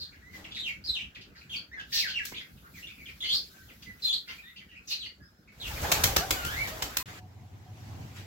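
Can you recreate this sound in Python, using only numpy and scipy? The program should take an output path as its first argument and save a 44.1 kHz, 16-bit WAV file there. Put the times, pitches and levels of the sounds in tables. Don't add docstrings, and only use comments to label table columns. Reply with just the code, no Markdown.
import sys
import numpy as np
from scipy import signal
from scipy.fft import rfft, irfft, next_fast_len
from scipy.io import wavfile
from scipy.ndimage import uniform_filter1d

SR = 44100
rng = np.random.default_rng(int(sys.argv[2]) if len(sys.argv) > 2 else 0)


def store_wav(level_fs):
    pcm = np.round(np.clip(np.atleast_2d(level_fs), -1, 1) * 32767)
    wavfile.write(sys.argv[1], SR, pcm.T.astype(np.int16))


N = 364260


def gain_of(db):
    return 10 ** (np.asarray(db) / 20)


def evened(x):
    return x / np.sqrt(np.mean(x ** 2) + 1e-20)


def smooth_noise(count, size):
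    return evened(uniform_filter1d(rng.standard_normal(count), size=size))


def read(points, hz):
    f, value = np.transpose(points)
    return np.interp(np.log(hz + 1), np.log(f + 1), value)


def coloured(x, colour):
    size = next_fast_len(N)
    gain = gain_of(read(colour, np.fft.rfftfreq(size, 1 / SR)))
    return irfft(rfft(x, size) * gain, size)[..., :N]


def add(mix, start_s, sound):
    part = mix[..., round(start_s * SR):][..., :sound.shape[-1]]
    part += sound[..., :part.shape[-1]]


def level(rows, column):
    rows = np.array(rows)
    return gain_of(np.interp(np.arange(N) / SR, rows[:, 0], rows[:, column], left=-200, right=-200))


# (frequency [Hz], correlation [-1 to 1])
STEREO_LIKENESS = [(60, .985), (150, .96), (300, .75), (600, .35), (1400, -.15), (3500, 0)]


def stereo(left, other, hz):
    same = read(STEREO_LIKENESS, hz)
    return np.array([left, same * left + np.sqrt(1 - same ** 2) * other])


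def noise(colour, patchy_db):
    frames, hz = N // 128 + 5, np.fft.rfftfreq(512, 1 / SR)
    a, b, c, d, patches = rng.standard_normal((frames, 257, 5)).T
    patches = uniform_filter1d(patches, size=6, axis=0)
    patches = evened(uniform_filter1d(patches, size=12, axis=1))
    spectra = stereo(a + 1j * b, c + 1j * d, hz[:, None]) * gain_of(patchy_db * patches)
    patchy = signal.istft(spectra, nperseg=512, noverlap=384)[1][:, :N]
    return evened(coloured(patchy, colour))


def tone(hz, wobble, overtones_db):
    tremble = uniform_filter1d(rng.standard_normal(len(hz)), size=40)
    tremble = evened(uniform_filter1d(tremble, size=40))
    turns = np.cumsum(hz * (1 + wobble * tremble)) / SR + rng.random()
    harmonics = [gain_of(db) * np.sin(2 * np.pi * (k + 1) * turns) for k, db in enumerate(overtones_db)]
    return evened(sum(harmonics))


GLIDE_EASE = 0.7


def note(length_s, start_hz, end_hz, db, wobble, overtones_db, swell):
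    u = np.arange(round(length_s * SR)) / round(length_s * SR)
    eased = (1 - GLIDE_EASE) * u + GLIDE_EASE * np.sin(np.pi * u / 2) ** 2
    hz = start_hz * (end_hz / start_hz) ** eased
    attack = np.minimum(u * length_s / 0.00044, 1)
    arch = 1 - swell + swell * np.sin(np.pi * u)
    release = np.minimum((1 - u) / 0.042, 1)
    throb_db = (0.61 + 40 * wobble) * smooth_noise(len(hz), 70)
    return gain_of(db) * evened(gain_of(throb_db) * tone(hz, wobble, overtones_db)) * attack * arch * release


# (frequency [Hz], time to fall 60 dB [s])
YARD_DECAY = [(300, 0.3281), (1500, 0.2209), (4000, 0.2096), (12000, 0.1963)]


def yard(x, first_s):
    taps = np.zeros((2, SR // 2))
    at = np.arange(round(first_s * SR), SR // 2 - 20, 20)
    at = at + rng.integers(0, 20, (2, len(at)))
    np.put_along_axis(taps, at, rng.choice([-1., 1.], at.shape), 1)
    hz, t, (left, other) = signal.stft(taps, SR, nperseg=256)
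    decay_db = -60 * (t / read(YARD_DECAY, hz)[:, None]) ** 1.25
    tail = signal.istft(stereo(left, other, hz[:, None]) * gain_of(decay_db), SR, nperseg=256)[1]
    return signal.fftconvolve(x[None], tail / np.linalg.norm(tail[0]), axes=1)[:, :N]


# (time [s], level [dB])
TRAFFIC_LEVEL = [(0, -56), (4, -57), (4.05, -60), (5.6, -60), (5.7, -44.5)]
# (frequency [Hz], relative density [dB per Hz])
TRAFFIC_SPECTRUM = [(20, -30.5), (60, 3.5), (110, -4), (190, -2.5), (450, -16), (1000, -26.5),
                    (1500, -15.5), (3000, -38)]


def traffic():
    return level(TRAFFIC_LEVEL, 1) * noise(TRAFFIC_SPECTRUM, 3.24)


# (time [s], level [dB])
FIZZ_LEVEL = [(0, -99), (2.3, -90), (2.4, -63), (3.9, -62), (4.5, -65), (4.9, -84.5), (5.6, -86)]
# (frequency [Hz], relative density [dB per Hz])
FIZZ_SPECTRUM = [(7000, -30), (10000, -7.5), (16000, -9.5)]


def fizz():
    return level(FIZZ_LEVEL, 1) * noise(FIZZ_SPECTRUM, 1.43)


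# (peak time [s], hold [s], level [dB])
HISS_PUFFS = [(0.347, .03, -55.5), (0.679, 0.0077, -50.5), (0.925, 0.074, -66), (1.395, .04, -69),
              (1.528, 0.034, -55), (1.946, 0.066, -35), (2.263, 0.022, -43.5), (2.767, 0.043, -54),
              (3.334, 0.013, -45), (4.044, 0.028, -46.5), (4.296, 0.084, -57.5), (4.907, 0.022, -46),
              (5.623, 0.062, -52)]
PUFF_RISE_DB_PER_S, PUFF_FALL_DB_PER_S = 494, 247


def puffs():
    t, gain = np.arange(N) / SR, np.zeros(N)
    for peak_s, hold_s, db in HISS_PUFFS:
        rise_db = PUFF_RISE_DB_PER_S * np.maximum(peak_s - t, 0)
        fall_db = PUFF_FALL_DB_PER_S * np.maximum(t - peak_s - hold_s, 0)
        gain += gain_of(db - rise_db - fall_db)
    return gain


# (time [s], level [dB])
HISS_LEVEL = [(0, -65.5), (1.1, -71), (1.75, -73.5), (2.3, -65.5), (2.65, -65.5), (3.45, -56), (4.3, -70),
              (4.85, -71), (5.43, -72.5), (5.62, -74.5)]
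# (frequency [Hz], relative density [dB per Hz])
HISS_SPECTRUM = [(300, -22), (800, -47.5), (2000, 2), (4000, 12), (7000, 7), (11000, 5.5), (16000, 7.5)]


def hiss():
    return (level(HISS_LEVEL, 1) + puffs()) * noise(HISS_SPECTRUM, 2.6)


# (time [s], hum level [dB], hiss level [dB])
ROOF_LEVELS = [(7.058, -53, -53), (7.09, -46, -47.5), (7.19, -53.5, -49), (7.21, -50, -67.5),
               (7.7, -50, -63.5), (7.84, -46, -56.5), (8.01, -40, -56.5), (8.15, -48.5, -55),
               (8.17, -46, -47.5), (8.26, -45.5, -56)]
# (frequency [Hz], relative density [dB per Hz])
ROOF_HUM_SPECTRUM = [(30, -36.5), (70, -8), (100, 6.5), (135, -6.5), (190, -10), (330, -17.5), (500, -26.5),
                     (800, -20.5), (2000, -45)]
ROOF_HISS_SPECTRUM = [(500, -5), (2000, 0.5), (4000, -5.5), (8000, -9.5), (9500, -11.5), (16000, -14.5)]
# (time [s], length [s], level [dB])
FAR_TONE_NOTES = [(7.09, 0.036, -60.5), (7.18, 0.0954, -60.5), (7.33, 0.022, -75.5), (7.43, 0.026, -62.5),
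                  (7.66, 0.0614, -62), (7.78, 0.033, -64)]
FAR_TONE_HZ = 734


def roof():
    far = np.zeros(N)
    for s, length_s, db in FAR_TONE_NOTES:
        add(far, s, note(length_s, FAR_TONE_HZ, FAR_TONE_HZ, db, 0.0069, [0], 0.233))
    hum = level(ROOF_LEVELS, 1) * noise(ROOF_HUM_SPECTRUM, 1.2)
    soft_hiss = level(ROOF_LEVELS, 2) * noise(ROOF_HISS_SPECTRUM, 2.2)
    return far + hum + soft_hiss


CHATTER_COUNT, CHATTER_DB, CHATTER_UNTIL_S = 60, -73, 5
CHATTER_LOW_HZ, CHATTER_HIGH_HZ = 1354.5, 2513.5
# (time [s], length [s], start [Hz], end [Hz], level before mix [dB], roughness [0 = clear, 1 = rough])
CHIRP_NOTES = [(0.0, 0.035, 4615, 4140, -53, 0.76), (0.12, 0.0345, 2406, 1587, -70.5, 0.83),
               (0.22, 0.0995, 1902, 2135, -72, 0), (0.33, 0.0327, 2018, 2035, -62.5, 0.68),
               (0.443, 0.0135, 3400, 2234, -56.5, 0.83), (0.51, 0.024, 3365, 3250, -58.5, 0.88),
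               (0.547, 0.0368, 3935, 3708, -53.5, 0.88), (0.56, 0.0167, 2913, 1742, -57.5, 0.57),
               (0.59, 0.0236, 3631, 3748, -48, 0.59), (0.632, 0.0808, 3317, 2142, -50, 0.49),
               (0.84, 0.0397, 4615, 5048, -54.5, 0.65), (0.874, 0.0442, 4234, 3922, -45.5, 0.52),
               (0.935, 0.0419, 3930, 2563, -48, 0.35), (0.99, 0.0352, 2270, 3255, -53.5, 0.65),
               (1.147, 0.0255, 3364, 1729, -60.5, 0.95), (1.21, 0.01395, 3528, 3290, -65.5, 1.17),
               (1.35, 0.0395, 1959, 1442, -70.5, 1.07), (1.41, 0.0167, 2516, 2383, -67, 0.88),
               (1.495, 0.0727, 3195, 3302, -54, 0.65), (1.53, 0.0262, 2980, 2283, -52.5, 0.08),
               (1.56, 0.0127, 4523, 4363, -50, 0.55), (1.715, 0.0387, 1784, 2181, -59, 0.18),
               (1.77, 0.0313, 1752, 1570, -55, 0.52), (1.79, 0.0252, 3143, 3071, -61, 1.01),
               (1.92, 0.0482, 1864, 1754, -56.5, 0.37), (1.92, 0.0958, 4420, 4296, -51, 1.28),
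               (2.005, 0.0757, 2597, 1460, -51, 0.34), (2.07, 0.0448, 3306, 3347, -54, 1.1),
               (2.137, 0.0536, 2950, 2699, -49.5, 0.56), (2.17, 0.0459, 2774, 1583, -50.5, 0.42),
               (2.32, 0.065, 2156, 2641, -61, 0.58), (2.342, 0.0124, 2662, 4520, -56, 0.1),
               (2.36, 0.03, 3557, 3299, -54.5, 0.82), (2.4, 0.0204, 2100, 2079, -60.5, 0.96),
               (2.64, 0.0457, 1407, 1468, -69.5, 0.71), (2.74, 0.0706, 2393, 1817, -66.5, 0.62),
               (2.825, 0.0265, 2729, 2841, -58.5, 0.54), (2.87, 0.00704, 3508, 3507, -54.5, 0.48),
               (2.88, 0.0398, 2386, 2497, -64, 0.81), (2.98, 0.054, 2400, 2205, -64.5, 0.53),
               (3.055, 0.0242, 3569, 2376, -60, 0.73), (3.08, 0.0255, 2377, 2177, -60.5, 0.84),
               (3.205, 0.0621, 3558, 3049, -48.5, 0.65), (3.283, 0.048, 3126, 3650, -43, 0.55),
               (3.23, 0.0364, 2071, 2125, -55, 0.51), (3.24, 0.082, 4205, 4524, -52, 0.7),
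               (3.325, 0.0394, 4040, 4618, -39.5, 0.79), (3.535, 0.073, 1577, 1543, -70, 0.46),
               (3.683, 0.035, 3310, 1819, -69, 0.4), (3.822, 0.0125, 3443, 2608, -64, 1.11),
               (3.86, 0.051, 2039, 1972, -63, 0.42), (4.045, 0.0217, 4150, 3994, -39.5, 0.32),
               (4.025, 0.032, 4880, 4980, -58.5, 0.41), (4.022, 0.0303, 4260, 3621, -50, 0.49),
               (4.06, 0.067, 3549, 3322, -44, 0.38), (4.128, 0.0188, 3916, 4099, -39.5, 0.8),
               (4.275, 0.0365, 1490, 1424, -65.5, 1.1), (4.275, 0.0665, 2084, 2392, -62, 0.79),
               (4.285, 0.0335, 2801, 3153, -60, 0.67), (4.38, 0.0257, 2440, 2436, -63.5, 0.65),
               (4.425, 0.082, 3663, 3602, -71.5, 0.65), (4.43, 0.086, 1795, 2085, -69.5, 0.43),
               (4.56, 0.0287, 2909, 3105, -61.5, 0.93), (4.6, 0.0288, 2329, 1894, -68, 0.68),
               (4.69, 0.049, 2929, 2734, -70.5, 0.8), (4.718, 0.028, 1925, 1897, -73, 0.17),
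               (4.75, 0.041, 2338, 2613, -65.5, 0.69), (4.873, 0.0657, 5640, 5590, -58.5, 1.12),
               (4.9, 0.032, 3689, 2429, -53.5, 0.83), (4.905, 0.03544, 4764, 4094, -47, 0.88),
               (4.995, 0.0483, 4401, 2960, -56, 0.42), (5.03, 0.0226, 2990, 2903, -56, 0.54),
               (5.042, 0.032, 3623, 2044, -62, 0.87), (5.05, 0.0239, 4487, 4492, -58, 0.55),
               (5.2, 0.0538, 1736, 1650, -75, 0.65), (5.22, 0.058, 4970, 5190, -78.5, 0.1),
               (5.33, 0.125, 5282, 5200, -91.5, 0.21), (5.475, 0.0293, 2320, 2010, -70.5, 0.86),
               (5.6, 0.0847, 3955, 2420, -55, 0.71), (5.75, 0.0292, 2121, 2547, -60.5, 0.57)]
CHIRP_HARMONICS_DB = [3.5, -17.5, -22]
# (frequency [Hz], relative density [dB per Hz])
LEAK_SPECTRUM = [(900, -46.5), (1700, -9), (4500, 12), (9000, -19)]
LEFT_LAGS = [4, -16, -20]


def birds():
    perches, leak = np.zeros((3, N)), np.zeros(N)
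    for k, (s, length_s, start_hz, end_hz, db, rough) in enumerate(CHIRP_NOTES):
        wobble = 0.011 + 0.085 * rough ** 2
        add(perches[k % 3], s, note(length_s, start_hz, end_hz, db, wobble, CHIRP_HARMONICS_DB, 0.471))
        add(leak, s, gain_of(db - 6) * rough ** 6.6 * signal.windows.tukey(round(length_s * SR), 0.3))
    perches[0] += leak * noise(LEAK_SPECTRUM, 3.5)[0]
    left = sum(np.roll(p, lag) for p, lag in zip(perches, LEFT_LAGS))
    direct = np.array([left, perches.sum(0)])
    for k, (when, pitch, fall, size) in enumerate(rng.random((CHATTER_COUNT, 4))):
        hz = CHATTER_LOW_HZ * (CHATTER_HIGH_HZ / CHATTER_LOW_HZ) ** pitch
        far = note(0.022, hz * (1 + 0.58 * fall), hz, CHATTER_DB - 9 * size, 0.1, CHIRP_HARMONICS_DB, 0.28)
        add(perches[k % 3], (k + when) / CHATTER_COUNT * CHATTER_UNTIL_S, far)
    return gain_of(11) * direct + gain_of(14.5) * sum(yard(p, 0.002) for p in perches)


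# (time [s], pitch [Hz], level before mix [dB])
CALL_CURVE = [(6.327, 1570, -56), (6.402, 1409, -50), (6.455, 1394, -46), (6.52, 1729, -50),
              (6.571, 2050, -49), (6.605, 2286, -43), (6.635, 2283, -49.5), (6.647, 2025, -50),
              (6.672, 1777, -45)]
CALL_HARMONICS_DB = [4.5, 1, -9.5]
# (frequency [Hz], gain [dB])
THROAT_RESPONSE = [(1300, 3), (2300, 4), (2900, -0.5), (3600, 1), (4600, -13.5)]


def long_call():
    s, hz, db = np.transpose(CALL_CURVE)
    t, out = np.arange(s[0], s[-1], 1 / SR), np.zeros(N)
    pitch_hz = uniform_filter1d(np.interp(t, s, hz), size=500, mode="nearest")
    throb_db = 2.5 * smooth_noise(len(t), 300)
    call = gain_of(np.interp(t, s, db) + throb_db) * tone(pitch_hz, 0.00307, CALL_HARMONICS_DB)
    add(out, s[0], call * signal.windows.tukey(len(t), 0.05))
    out = coloured(out, THROAT_RESPONSE)
    direct = np.array([np.roll(out, -16), out])
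    return gain_of(3.5) * direct + gain_of(6.0) * yard(out, 0.004055)


# (time [s], length [s], start [Hz], end [Hz], level before mix [dB])
WHISTLE_NOTES = [(5.704, 0.025, 885.5, 833, -43), (5.767, 0.0168, 497, 606, -43.5),
                 (5.832, 0.0299, 675, 918.4, -32), (5.952, 0.0624, 942, 752.3, -37.5),
                 (6.072, 0.0287, 832.4, 751, -34.5), (6.207, 0.0453, 675.4, 794.4, -33),
                 (6.349, 0.051, 785, 708.5, -41.5), (6.715, 0.0344, 624.7, 649, -42),
                 (6.992, 0.058, 980, 1075, -45.5)]
WHISTLE_HARMONICS_DB = [-1.5, -8, -20]


def wing_whistles():
    whistles = np.zeros(N)
    for s, length_s, start_hz, end_hz, db in WHISTLE_NOTES:
        add(whistles, s, note(length_s, start_hz, end_hz, db, 0.03, WHISTLE_HARMONICS_DB, 0.5))
    return whistles


# (time [s], relative level [dB], burst scale [s], tilt [dB per octave])
CLAP_BURSTS = [(0.323, -49.5, 0.144, -3), (2.251, -27, 0.00746, 4), (2.317, -37, 0.01002, -4),
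               (3.818, -52.5, 0.0292, 1.5), (5.816, -29.5, 0.0049, 7), (5.916, -9.5, 0.0081, 1),
               (6.036, -9.5, 0.00797, 2), (6.162, -11, 0.008, 0), (6.306, -12.5, .007, 0.5),
               (6.448, -26, 0.00565, 0.5), (6.671, -33, 0.0124, -1), (6.821, -19.5, 0.0083, -0.5),
               (6.969, -13, 0.00455, 2.5)]
# (frequency [Hz], relative density [dB per Hz])
CLAP_SPECTRUM = [(60, -5), (150, -4.5), (300, -2.5), (1000, -2), (2500, -3), (6000, -4), (16000, -8.5)]


def wing_claps():
    claps = np.zeros((2, N))
    for s, db, scale_s, tilt_db in CLAP_BURSTS:
        u = np.arange(round(4 * scale_s * SR)) / (scale_s * SR)
        shape = np.minimum(u / 0.3, 1) / (1 + (u / 1.261) ** 6)
        shape = shape * evened(gain_of(2.8 * smooth_noise(len(u), 30)))
        hz = np.fft.rfftfreq(len(u) + 1024, 1 / SR)
        colour_db = read(CLAP_SPECTRUM, hz) + tilt_db * np.log2(np.maximum(hz, 150) / 3000)
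        left, other = rfft(rng.standard_normal((2, len(u) + 1024)))
        burst = irfft(stereo(left, other, hz) * gain_of(colour_db))[:, :len(u)]
        add(claps, s, gain_of(db - 5.5) * shape * evened(burst))
    return claps


BEAT_THUMP_DB, BEAT_LAG_S, BEAT_WIDTH_S = 8, 0.0203, 0.0124


def beats():
    t = np.arange(N) / SR
    return np.max([np.exp(-((t - row[0] - BEAT_LAG_S) / BEAT_WIDTH_S) ** 2) for row in CLAP_BURSTS], axis=0)


# (time [s], feather rush level [dB], air thump level between beats [dB])
FLIGHT_LEVELS = [(5.52, -63.5, -86), (5.678, -51.5, -38.5), (5.85, -34, -42.5), (6.066, -35.5, -34),
                 (6.226, -43.5, -43.5), (6.562, -41.5, -40), (7.008, -45.5, -54), (7.03, -79, -49.5)]
# (frequency [Hz], relative density [dB per Hz])
RUSH_SPECTRUM = [(200, -2), (600, 1.5), (1500, 0), (3000, -5), (7000, -11.5), (16000, -11)]
THUMP_SPECTRUM = [(20, -25.5), (55, 3.5), (110, -2.5), (200, -14), (400, -22.5)]


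def wing_air():
    rush = level(FLIGHT_LEVELS, 1) * noise(RUSH_SPECTRUM, 2.5)
    thump = level(FLIGHT_LEVELS, 2) * gain_of(BEAT_THUMP_DB * beats()) * noise(THUMP_SPECTRUM, 1.2)
    return rush + thump


def pigeon():
    whistles, claps = wing_whistles(), wing_claps()
    echoes = yard(claps[0] + gain_of(-7.0) * whistles, 0.006)
    return wing_air() + claps + gain_of(-4) * whistles + gain_of(-3.5) * echoes


YARD_END_S, ROOF_START_S, YARD_FADE_S = 7.029, 7.058, 0.00248


def scene():
    t = np.arange(N) / SR
    fade = np.clip((YARD_END_S - t) / YARD_FADE_S, 0, 1)
    yard_mix = traffic() + fizz() + hiss() + birds() + long_call() + pigeon()
    return fade * yard_mix + (t > ROOF_START_S) * roof()


# (frequency [Hz], gain [dB])
TREBLE_RESPONSE = [(6000, 1.5), (7800, 0.5), (8300, -8), (9500, -7), (11000, -2.5), (13000, -0.5),
                   (16000, -0.5)]
BAND_LIMIT_HZ = 16000


def record(dry):
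    hz = np.r_[np.fft.rfftfreq(257, 1 / SR), SR / 2]
    treble = signal.firwin2(511, hz, gain_of(read(TREBLE_RESPONSE, hz)), fs=SR)
    band_limit = signal.firwin(511, BAND_LIMIT_HZ, window=("kaiser", 9), fs=SR)
    return signal.oaconvolve(signal.oaconvolve(dry, treble[None], "same"), band_limit[None], "same")


dry = scene()
out = record(dry)
store_wav(out)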